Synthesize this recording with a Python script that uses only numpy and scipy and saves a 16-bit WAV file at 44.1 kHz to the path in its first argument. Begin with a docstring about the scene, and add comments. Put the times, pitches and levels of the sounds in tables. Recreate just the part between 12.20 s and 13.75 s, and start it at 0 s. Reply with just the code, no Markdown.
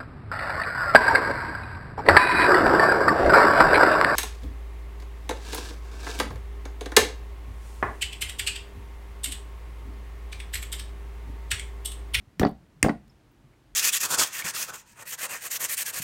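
"""Slapping goo in a glass bowl

A small room, one microphone close to a bowl of thick goo on a wooden table. A hand strikes twice:
each blow is a wet slap, a pop of trapped air and a low push through the stiffened goo, and the bowl
rocks and knocks on the table. Tiny sticky ticks and soft nudges lie just over the quiet room tone."""
import sys
import numpy as np
from scipy import signal
from scipy.fft import rfft, irfft
from scipy.io import wavfile

SR = 44100
rng = np.random.default_rng(int(sys.argv[2]) if len(sys.argv) > 2 else 0)


def store_wav(level_fs):
    """Save 16-bit WAV to argv[1]."""
    pcm = np.round(np.clip(np.atleast_2d(level_fs), -1, 1) * 32767)
    wavfile.write(sys.argv[1], SR, pcm.T.astype(np.int16))


N = 68355
T = np.arange(SR // 2) / SR  # time within one sound [s]

# hand meets goo: (time [s], splat [dB], splat decay [s], air pop [dB], push [dB], squish [dB])
HAND_BLOWS = [(0.1957, -22.5, 0.002, -26, -14.5, -36), (0.628, -18, 0.0019, -0.5, -15, -33.5)]
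# colour of the wet splat and squish: (frequency [Hz], level [dB])
SPLAT_SPECTRUM = [(300, -4.5), (1000, 2.5), (1500, 5), (3500, 0), (5500, -2.5), (9000, -8.5), (11000, -9),
                  (16000, -8)]
# air trapped under the hand pops: (frequency [Hz], level [dB], t60 [s])
POP_MODES = [(1830, -14.5, .018), (2101, -6, 0.013), (2428, -11.5, .012), (2650, -16, 0.02)]
# the pop's sharp edge: (frequency [Hz], level [dB])
CRACK_SPECTRUM = [(1000, -25.5), (3000, -6.5), (4300, -8), (6000, -3), (9000, 1), (10300, -20),
                  (12500, -11.5), (16000, -23)]
# the table shudders under a blow: (frequency [Hz], level [dB], t60 [s])
TABLE_MODES = [(54.13, -15, 0.2), (88.5, -16.5, 0.14), (277.3, 2, 0.042)]
# bowl meets table: (time [s], level [dB], treble cut [Hz], bass cut [Hz], contact [s])
BOWL_KNOCKS = [(.213, -9, 1200, 73.6, 0.0036), (.232, -7.5, 1460, 100, 0.0013),
               (.2502, -11.5, 1380, 446, 0.00062), (.259, -7.5, 318.6, 60.2, .002),
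               (0.2652, -22, 3860, 293, 0.0033), (.643, -7.5, 1400, 70, 0.0053),
               (0.6618, -10.5, 1200, 70, 0.0013), (.6848, -12, 1180, 543, 0.00076),
               (0.6933, -16.5, 2420, 348, 0.0012), (0.696, -7, 290, 170, 0.0026)]
# bowl and table, damped by the goo: (frequency [Hz], level [dB], t60 [s])
BOWL_MODES = [(194.3, -9.5, 0.037), (229.6, -5, 0.064), (291.5, -0.5, .04), (375.1, -3, 0.035),
              (528, -8.5, .04), (647, -12.5, 0.066), (706.6, -8.5, 0.051), (739, -16.5, 0.056),
              (1004, -18, .03), (1387, -21, 0.045), (1936, -21.5, 0.078)]
# the grit in each knock: (frequency [Hz], level [dB])
SCRAPE_SPECTRUM = [(100, -5), (400, 6), (800, -2), (2000, -3.5), (3000, -9.5), (6000, -9.5), (15000, -33.5)]
# air pockets snap in the goo: (time [s], level [dB], pitch [Hz], t60 [s])
AIR_POCKETS = [(0.231, -25.5, 3500, 0.01), (0.2305, -20.5, 1740, 0.04), (0.2504, -27.5, 4580, 0.017),
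               (.6622, -31, 2100, .025), (.6848, -36, 4650, 0.021), (0.6934, -19.5, 1966, 0.015),
               (0.6925, -20, 1446, 0.028)]
# soft nudges of the bowl: (time [s], level [dB], pitch [Hz])
BOWL_NUDGES = [(0, -53, 208), (0.069, -48, 111), (.172, -46, 170), (0.559, -52.5, 156), (0.602, -51, 108),
               (.86, -53, 225.6), (1.238, -49, 131.4), (1.525, -52, 60)]
# the goo lets go: (time [s], level [dB], pitch [Hz], width [Hz], rise [s])
STICKY_TICKS = [(0.189, -72, 10400, 9000, 0.0019), (0.281, -59, 10900, 7000, 0.0017),
                (0.287, -61, 11800, 7200, 0.0038), (0.313, -61, 12000, 6000, 0.00065),
                (0.878, -64.5, 4020, 12000, .0015), (0.895, -64, 5250, 350, 0.004),
                (1.115, -73, 14510, 2000, .004), (1.325, -67.5, 2155, 298.8, .007)]
# how long the room rings: (frequency [Hz], t60 [s])
ECHO_DECAY = [(60, 0.84), (210, 0.2229), (400, 0.14), (750, 0.2362), (1100, 0.16), (2500, 0.2437),
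              (6000, 0.18), (15000, 0.23)]
# colour of the room's echo: (frequency [Hz], level [dB])
ECHO_SPECTRUM = [(60, -17.5), (130, -10), (220, -6.5), (300, -16), (500, -7.5), (730, -10.5), (1100, -8),
                 (2300, -18), (2900, -16.5), (3700, -8), (4700, -13), (8500, -21.5), (14000, -18)]
# steady room tone: (frequency [Hz], level [dB])
HUSH_SPECTRUM = [(15, -22.5), (28, -18.5), (45, 7), (65, -1), (130, 0.5), (180, -8.5), (300, -3.5),
                 (450, -14.5), (800, -16.5), (2000, -22.5), (5000, -31), (10000, -36.5), (16000, -41)]


def hand():
    """Each blow splats, pops the air under the hand and shoves the table, which gives and shudders."""
    slap_rise_s, pop_delay_s, pop_band_hz = 0.0012, 0.00044, [1700, 3140]
    push_hz, push_peak_s, shudder_delay_s = 85, 0.0112, 0.0016
    swing = (np.pi * push_hz * (T - push_peak_s)) ** 2
    onset = np.sin(np.pi / 2 * ramp(push_peak_s)) ** 2
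    heave = (1 - 2 * swing) * np.exp(-swing) * onset  # one slow swing of the table
    shudder = ring(TABLE_MODES) * ramp(rise_s=0.0017)
    pop = signal.sosfilt(signal.butter(4, pop_band_hz, "band", fs=SR, output="sos"), ring(POP_MODES))
    out = np.zeros(N)
    for s, splat_db, decay_s, pop_db, push_db, squish_db in HAND_BLOWS:
        add(out, s, amp(splat_db) * burst(SPLAT_SPECTRUM, slap_rise_s, decay_s))
        add(out, s, amp(squish_db) * squish())
        add(out, s, amp(pop_db - 7.5) * burst(CRACK_SPECTRUM, slap_rise_s, decay_s=0.00041))
        add(out, s + pop_delay_s, amp(pop_db) * pop)
        add(out, s, amp(push_db) * heave)
        add(out, s + shudder_delay_s, amp(push_db) * shudder)
    return out


def squish(crackles_per_s=7800, spread_db=1.5, decay_s=0.022):
    """Tiny wet crackles as the goo spreads under the hand."""
    sizes = amp(spread_db * np.minimum(rng.exponential(1, len(T)), 4))
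    signs = rng.choice([-1, 1], len(T))
    fires = rng.random(len(T)) < crackles_per_s / SR
    return coloured(sizes * signs * fires, SPLAT_SPECTRUM) * np.exp(-T / decay_s)


def bowl():
    """The bowl rocks on the table: hard edge contacts are bright and thin, flat ones dull and heavy."""
    out = np.zeros(N)
    for s, db, treble_hz, bass_hz, contact_s in BOWL_KNOCKS:
        body = ring(BOWL_MODES) * ramp(contact_s)
        grit = amp(-8.5) * burst(SCRAPE_SPECTRUM, contact_s, decay_s=0.005)
        dulled = cut(body + grit, treble_hz, "low")
        add(out, s, amp(db) * cut(dulled, bass_hz, "high"))
    return out


def pockets():
    """Air pockets snap as the goo is jolted: each a very short ring with a weaker, higher partner."""
    out = np.zeros(N)
    for s, db, hz, t60 in AIR_POCKETS:
        snap = ring([(hz, db, t60), (hz * 1.1, db - 14.5, t60)])
        add(out, s, snap * ramp(rise_s=2 / hz))
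    return out


def nudges():
    """The bowl is softly nudged: faint, low bumps of one pitch each."""
    out = np.zeros(N)
    for s, db, hz in BOWL_NUDGES:
        add(out, s, amp(db) * swell(rise_s=0.01) * np.sin(2 * np.pi * hz * T))
    return out


def ticks():
    """Sticky goo lets go in tiny ticks, each a band of noise."""
    out = np.zeros(N)
    freqs = np.fft.rfftfreq(len(T), 1 / SR)
    for s, db, hz, width_hz, rise_s in STICKY_TICKS:
        band = np.exp(-((freqs - hz) / width_hz) ** 2)
        fizz = unit_rms(irfft(rfft(rng.standard_normal(len(T))) * band, len(T)))
        add(out, s, amp(db) * swell(rise_s) * fizz)
    return out


def room_echo(near, delay_s=0.0065, wall_delay_s=0.058):
    """Dense reflections, each band dying at its own speed, and one dull return from the far wall."""
    hz, t, reflections = signal.stft(rng.choice([-1., 1.], len(T)), SR, nperseg=512)
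    t60 = read(ECHO_DECAY, hz)[:, None]
    colour = amp(read(ECHO_SPECTRUM, hz))[:, None]
    decay = np.exp(-np.log(1000) * t / t60)
    unit_energy = np.sqrt(2 * np.log(1000) / (t60 * SR))
    response = signal.istft(reflections * colour * decay * unit_energy, SR, nperseg=512)[1]
    wall = cut(cut(near, hz=260, kind="low"), hz=130, kind="high")
    out = np.zeros(N)
    add(out, wall_delay_s, amp(-17.5) * wall)
    add(out, delay_s, signal.fftconvolve(near, response))
    return out


def room_tone():
    """The room's steady, low hush."""
    return amp(-59) * coloured(rng.standard_normal(N), HUSH_SPECTRUM)


def amp(db):
    """Decibels to gain."""
    return 10 ** (np.asarray(db) / 20)


def unit_rms(x):
    """Scales to rms 1."""
    return x / np.sqrt(np.mean(x ** 2) + 1e-20)


def read(points, hz):
    """Reads a table on a log-frequency axis."""
    freqs, values = np.transpose(points)
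    return np.interp(np.log(hz + 1), np.log(freqs + 1), values)


def add(mix, s, sound):
    """Mixes a sound in at time s."""
    part = mix[max(round(s * SR), 0):][:len(sound)]
    part += sound[:len(part)]


def coloured(noise, spectrum):
    """Gives a noise a spectrum, at rms 1."""
    gains = amp(read(spectrum, np.fft.rfftfreq(len(noise), 1 / SR)))
    return unit_rms(irfft(rfft(noise) * gains, len(noise)))


def cut(x, hz, kind):
    """Gentle low-pass or high-pass."""
    return signal.sosfilt(signal.butter(2, hz, kind, fs=SR, output="sos"), x)


def ramp(rise_s):
    """Rises straight to 1 and holds."""
    return np.minimum(T / rise_s, 1)


def swell(rise_s):
    """Rises to a rounded peak of 1 and dies away."""
    return T / rise_s * np.exp(1 - T / rise_s)


def ring(modes):
    """Dying sines of a struck thing."""
    return sum(amp(db) * np.exp(-np.log(1000) * T / t60) * np.sin(2 * np.pi * hz * T)
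               for hz, db, t60 in modes)


def burst(spectrum, rise_s, decay_s):
    """A short puff of coloured noise."""
    envelope = ramp(rise_s) * np.exp(-np.maximum(T - rise_s, 0) / decay_s)
    return coloured(rng.standard_normal(len(T)), spectrum) * envelope


def scene():
    """Hand, bowl and goo close to the microphone, the small room behind them, in mono."""
    near = hand() + bowl() + pockets() + nudges() + ticks()
    return (near + room_echo(near) + room_tone())[None]


def record(dry):
    """The microphone's bass roll-off, clipping, then the band limit."""
    bass_hz, full_scale, top_hz = 30, 0.9, 16000
    clipped = np.clip(cut(dry, bass_hz, "high"), -full_scale, full_scale)
    band_limit = signal.firwin(255, top_hz, window=("kaiser", 9), fs=SR)
    return signal.oaconvolve(clipped, band_limit[None], "same")


dry = scene()
out = record(dry)
store_wav(out)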